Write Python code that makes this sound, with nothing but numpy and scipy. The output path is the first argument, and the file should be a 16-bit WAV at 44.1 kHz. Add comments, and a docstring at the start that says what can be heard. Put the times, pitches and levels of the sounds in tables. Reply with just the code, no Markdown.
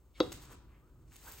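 """A quiet room with a low rumble, the two microphone ports close to a wide metal basin of dry powder.
A scoop knocks once against the basin, its ring damped by the heap, then sweeps through the powder twice.
The powder hisses in fine grains and rustles under the push, and the heap shifts with a soft, low shudder.
Small lumps crunch; the scoop scuffs packed powder and squeaks faintly."""
import sys
import numpy as np
from scipy import signal
from scipy.fft import rfft, irfft, next_fast_len
from scipy.io import wavfile
from scipy.ndimage import map_coordinates

SR = 44100
rng = np.random.default_rng(int(sys.argv[2]) if len(sys.argv) > 2 else 0)


def transcribe(u):
    """Save the signal u as a 16-bit wav file named by the first command-line argument.

    u: samples, shape (n,) or (channels, n), limited to [-1, 1]; the rate is SR.
    q: integer samples, one column per channel.
    """
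    v = np.clip(np.atleast_2d(u).T, -1, 1)
    q = np.round(v * 32767).astype(np.int16)
    wavfile.write(sys.argv[1], SR, q)


N = 61739

# modes of the loaded basin: (frequency [Hz], level [dB], t60 [s])
BASIN_MODES = [(219.5, -25.5, 0.021), (318.3, -17.5, 0.064), (354.6, -17, 0.043), (491.2, -14.5, 0.049),
               (615, -22, 0.015), (777, -24, 0.023), (741, -47, 0.26), (1030, -25.5, 0.029),
               (1229, -20.5, 0.02), (2027, -36, 0.023), (2720, -32, 0.019), (3377, -36, 0.073),
               (3620, -40, 0.052), (3770, -31, 0.06), (3860, -31.5, 0.061), (4483, -31, 0.03),
               (4930, -37, 0.025), (5620, -37, .016), (6310, -39, 0.023)]
# spectrum of powder being crushed: (frequency [Hz], relative level [dB])
CRUNCH_SPECTRUM = [(200, -10), (2300, -1), (5500, -2), (7200, 1.5), (9500, -5.5), (15000, -6)]
CRUNCH_RISE_S = 0.0002


def amp(db):
    """Decibels to gain."""
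    return 10 ** (np.asarray(db) / 20)


def unit(x):
    """Scale to rms 1."""
    return x / np.sqrt(np.mean(x ** 2) + 1e-20)


def along(points, hz):
    """Interpolate (frequency [Hz], value) points on a log axis."""
    f, v = np.transpose(points)
    return np.interp(np.log(hz + 1), np.log(f + 1), v)


def clock():
    """Time of each sample in seconds."""
    return np.arange(N) / SR


def level(rows):
    """Gain per sample from (time [s], level [dB]) points."""
    return amp(np.interp(clock(), *np.transpose(rows)))


def wobble(per_s):
    """A smooth random curve with per_s knots a second."""
    return map_coordinates(rng.standard_normal(4096), [clock() * per_s + 2], mode="mirror")


def burst(start, rise, t60):
    """Envelope with a quick rise and an exponential decay."""
    t = np.maximum(clock() - start, 0)
    return (1 - np.exp(-t / rise)) * np.exp(-np.log(1000) * t / t60)


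def swell(centre, reach):
    """Smooth envelope extending reach seconds to either side of its centre."""
    return np.cos(np.pi * np.clip((clock() - centre) / reach, -1, 1) / 2) ** 4


def filtered(x, response):
    """Pass x through a complex frequency response."""
    m = next_fast_len(N + SR // 2)
    return irfft(rfft(x, m) * response(np.fft.rfftfreq(m, 1 / SR)), m)[..., :N]


def coloured(x, spectrum, tilt_db=0):
    """Shape x with a spectrum and a tilt per octave above 1 kHz, at rms 1."""
    def response(hz):
        return amp(along(spectrum, hz) + tilt_db * np.log2(np.maximum(hz, 1000) / 1000))
    return unit(filtered(x, response))


def noise():
    """White noise."""
    return rng.standard_normal(N)


def grains(per_s=5000, share=0.56, spread_db=2):
    """Countless tiny slips of uneven size carry a share of the power; the rest is smooth hiss."""
    hit = rng.random(N) < per_s / SR
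    size = amp(spread_db * np.minimum(rng.exponential(size=N), np.pi))
    slips = unit(hit * size * np.sign(noise()))
    return np.sqrt(share) * slips + np.sqrt(1 - share) * noise()


def ports(x):
    """Direct sound reaches the two microphone ports with a difference of phase and level."""
    # phase between the ports: (frequency [Hz], left lead [rad])
    lead = [(20, 0), (330, .35), (1300, .45), (1900, .9), (3100, -.9), (4300, -.3), (5500, 1.7), (6600, .3),
            (8600, 1.4), (10700, 3.14), (12500, 4.4), (14700, 6.2)]
    # balance of the ports: (frequency [Hz], left over right [dB])
    balance = [(100, -.4), (300, 1.6), (500, 0), (1200, 1.2), (4400, 2), (8000, 0)]
    half = np.array([[.5], [-.5]])
    return filtered(x, lambda hz: amp(half * along(balance, hz)) * np.exp(1j * half * along(lead, hz)))


def room(x, wall_s=0.007):
    """The walls return a short diffuse tail, alike at both ports in the bass."""
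    # decay of the room: (frequency [Hz], t60 [s])
    decay = [(150, 0.63), (500, 0.32), (1200, 0.24), (4000, 0.56), (12000, 0.06)]
    # likeness of the tail at the ports: (frequency [Hz], correlation [0-1])
    likeness = [(100, 0.87), (600, 0), (3000, 0)]
    hz, t, bands = signal.stft(rng.standard_normal((2, SR // 2)), SR, nperseg=256)
    turn = np.arccos(along(likeness, hz)) / 2
    bands *= np.array([np.cos(turn), np.sin(turn)])[:, :, None]
    bands *= np.exp(-np.log(1000) * t / along(decay, hz)[:, None])
    mid, side = signal.istft(bands, SR, nperseg=256)[1]
    onset = np.clip(np.arange(len(mid)) / SR / wall_s - 1, 0, 1)
    tail = np.array([mid + side, mid - side]) * onset
    return signal.fftconvolve(x[None], tail / np.linalg.norm(tail[0]), axes=1)[:, :N]


def rumble():
    """Steady low room tone, a small part of it differing between the ports."""
    # room tone: (frequency [Hz], relative level [dB])
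    spectrum = [(25, -24), (44, 4.5), (70, 1), (90, -10.5), (115, -10), (170, -23.5), (400, -23),
                (700, -34.5), (1200, -33.5), (2000, -50.5), (5000, -55), (15000, -44)]
    side = amp(-14) * coloured(noise(), spectrum)
    mid = ports(coloured(noise(), spectrum))
    return amp(-59.5) * (mid + np.array([side, -side]))


def shudder():
    """The heap shifts in the basin with a soft, low shudder."""
    # movement of the heap: (time [s], level [dB])
    shift = [(0, -137), (.19, -65.5), (.25, -53), (.35, -51.5), (.4, -60), (.55, -57.5), (.66, -62.5),
             (.8, -67), (.97, -64), (1.05, -60), (1.13, -65.5), (1.4, -68.5)]
    # colour of the shudder: (frequency [Hz], relative level [dB])
    spectrum = [(30, -4.5), (55, 0.5), (120, 4), (200, -8), (320, -5.5), (550, -24), (2500, -55)]
    return level(shift) * coloured(noise(), spectrum)


def squeaks():
    """The scoop sticks and slips at a gliding pitch; uneven slipping blurs the squeak into a rub."""
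    # squeaks: (centre [s], reach [s], pitch [Hz], glide [octaves/s], roughness [0-1], level [dB])
    rubs = [(0.162, 0.023, 2203, -3.5, 0.01, -62.5), (0.836, 0.066, 1232, 5.5, 0.03, -72),
            (0.968, 0.048, 1243, -0.5, .05, -75), (1.282, 0.019, 1580, 9.5, 0.02, -52.5)]
    out = np.zeros(N)
    for centre, reach, hz, glide, rough, db in rubs:
        t = np.clip(clock() - centre, -reach, reach)
        pitch = hz * 2 ** (glide * t) * (1 + rough * wobble(per_s=900))
        out += amp(db) * swell(centre, reach) * np.sin(2 * np.pi * np.cumsum(pitch) / SR)
    return out


def scuffs():
    """Packed powder gives way under the scoop: a swell of grains in one broad band."""
    # scuffs: (centre [s], reach [s], band centre [Hz], width [octaves], level [dB])
    patches = [(0.169, 0.05, 3160, 0.34, -65), (.74, .12, 2130, 0.27, -75.5),
               (1.121, 0.0047, 1580, 0.44, -57.5), (1.273, 0.045, 1035, 0.26, -58)]
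    out = np.zeros(N)
    for centre, reach, band_hz, width, db in patches:
        band = filtered(grains(), lambda hz: np.exp(-(np.log2((hz + 1) / band_hz) / width / 2) ** 2))
        out += amp(db) * swell(centre, reach) * unit(band)
    return out


def lumps():
    """Each lump breaks under the scoop in a short spray of grains."""
    # breaking lumps: (time [s], level [dB], t60 [s], tilt [dB/octave])
    breaks = [(.2345, -55, .015, 1), (.3198, -41, .032, -1.5), (.326, -37, .022, .5), (.4195, -49, .007, 2),
              (.4255, -49, .014, 1.5), (1.1585, -43.5, .012, 0), (1.1645, -39.5, .009, 5.5),
              (1.257, -49, .014, 3), (1.3155, -44, .012, 1), (1.3212, -38.5, .013, 9)]
    out = np.zeros(N)
    for start, db, t60, tilt in breaks:
        crumbs = coloured(grains(per_s=2600, share=0.7), CRUNCH_SPECTRUM, tilt)
        out += amp(db) * burst(start, CRUNCH_RISE_S, t60) * crumbs
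    return out


def powder():
    """Each sweep shears the powder into a grainy hiss and shoves it aside, in uneven slips."""
    # dull rustle of powder shoved aside: (time [s], level [dB])
    push = [(.15, -90.5), (.2, -55), (.33, -67.5), (.4, -64), (.49, -65), (.525, -56.5), (.57, -70.5),
            (.76, -74), (.84, -77.5), (1.1, -81.5), (1.125, -73), (1.18, -78), (1.28, -59.5), (1.32, -61.5),
            (1.4, -76)]
    # fine hiss, one list for each sweep: (time [s], level [dB])
    sweeps = [
        [(.135, -83.5), (.158, -70.5), (.2, -60), (.235, -60), (.3, -64), (.335, -54.5), (.39, -62.5),
         (.44, -57.5), (.49, -65), (.525, -55.5), (.555, -66), (.61, -86)],
        [(1.04, -82.5), (1.1, -69.5), (1.13, -59), (1.18, -61), (1.22, -59), (1.28, -52.5), (1.305, -55),
         (1.325, -53), (1.35, -55.5), (1.4, -55.5)],
    ]
    # brightness of each sweep: (tilt [dB/octave])
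    tilts = [-1.5, -0.5]
    # colours of the rustle and the hiss: (frequency [Hz], relative level [dB])
    rustle_spectrum = [(100, 2.5), (350, 9), (650, 0.5), (1000, 7), (1500, 3), (2200, -12), (3200, -11.5),
                       (6000, -25), (15000, -41.5)]
    hiss_spectrum = [(500, -8), (2000, -0.5), (3500, -3), (5500, -3), (8000, 2.5), (10000, -1.5),
                     (12500, 4), (15500, 1)]
    fizz_hz, fizz_ref_db, slip_db = 10600, -54, 1.32
    out = level(push) * coloured(grains(), rustle_spectrum)
    for sweep, tilt in zip(sweeps, tilts):
        force = level(sweep)
        hiss = coloured(grains(), hiss_spectrum, tilt)
        fizz = filtered(hiss, lambda hz: hz > fizz_hz)
        brightness = (force / amp(fizz_ref_db)) ** 0.8  # a harder stroke is brighter
        out += force * (hiss - fizz + fizz * brightness)
    return out * amp(slip_db * wobble(per_s=130))


def basin_body(hz):
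    """Gain of the basin's modes, widened by the loose powder lying on the metal."""
    power = 0
    for mode_hz, db, t60 in BASIN_MODES:
        width_hz = 94 * np.sqrt(mode_hz / 1000)
        power += amp(db) ** 2 * t60 / (1 + ((hz - mode_hz) / width_hz) ** 2) ** 2
    return np.sqrt(power)


def knock():
    """Each contact rings the basin and crushes powder; shaken powder rasps on in the same modes."""
    # the scoop grazes the basin, then strikes it: (time [s], level [dB], tilt [dB/octave])
    contacts = [(0.2013, -18, 3.5), (0.2028, 0.5, -0.5)]
    bend_s = 0.00061  # travel time of a 1 kHz bending wave; higher ones arrive sooner
    sag_hz, sag_s = 24.4, 0.022  # the modes start sharp and sag as the scoop settles
    drift_rad_per_khz = 0.16  # the phase drifts as powder shifts on the metal
    radiate_hz = 138.3  # the basin radiates little below this
    crack_db, rasp_db = -32.5, -35.5
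    blow = np.zeros(N)
    for start, db, tilt in contacts:
        for hz, mode_db, t60 in BASIN_MODES:
            khz = hz / 1000
            arrival = start + bend_s / np.sqrt(khz)
            t = np.maximum(clock() - arrival, 0)
            cycles = hz * t + sag_hz * sag_s * (1 - np.exp(-t / sag_s))
            ring = np.sin(2 * np.pi * cycles + drift_rad_per_khz * khz * wobble(per_s=200.6))
            gain = amp(db + mode_db + tilt * np.log2(khz))
            blow += gain * burst(arrival, rise=0.5 / hz, t60=t60) * ring
        crack = coloured(noise(), CRUNCH_SPECTRUM, tilt_db=-2.5)
        blow += amp(db + crack_db) * burst(start, CRUNCH_RISE_S, t60=0.0072) * crack
        rasp = unit(filtered(grains(), basin_body))
        blow += amp(db + rasp_db) * burst(start, rise=0.0031, t60=0.22) * rasp
    return signal.sosfilt(signal.butter(2, radiate_hz, "high", fs=SR, output="sos"), blow)


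def scene():
    """Knock and sweeps close to the microphone, with the room behind them."""
    blow = knock()
    scooping = powder() + lumps() + squeaks() + scuffs()
    reverb = amp(-18.5) * room(blow) + amp(-8) * room(scooping)
    return ports(blow + scooping + shudder()) + reverb + rumble()


def record(dry):
    """The recorder keeps nothing above its band limit."""
    return filtered(dry, lambda hz: hz < 15900)


dry = scene()
out = record(dry)
transcribe(out)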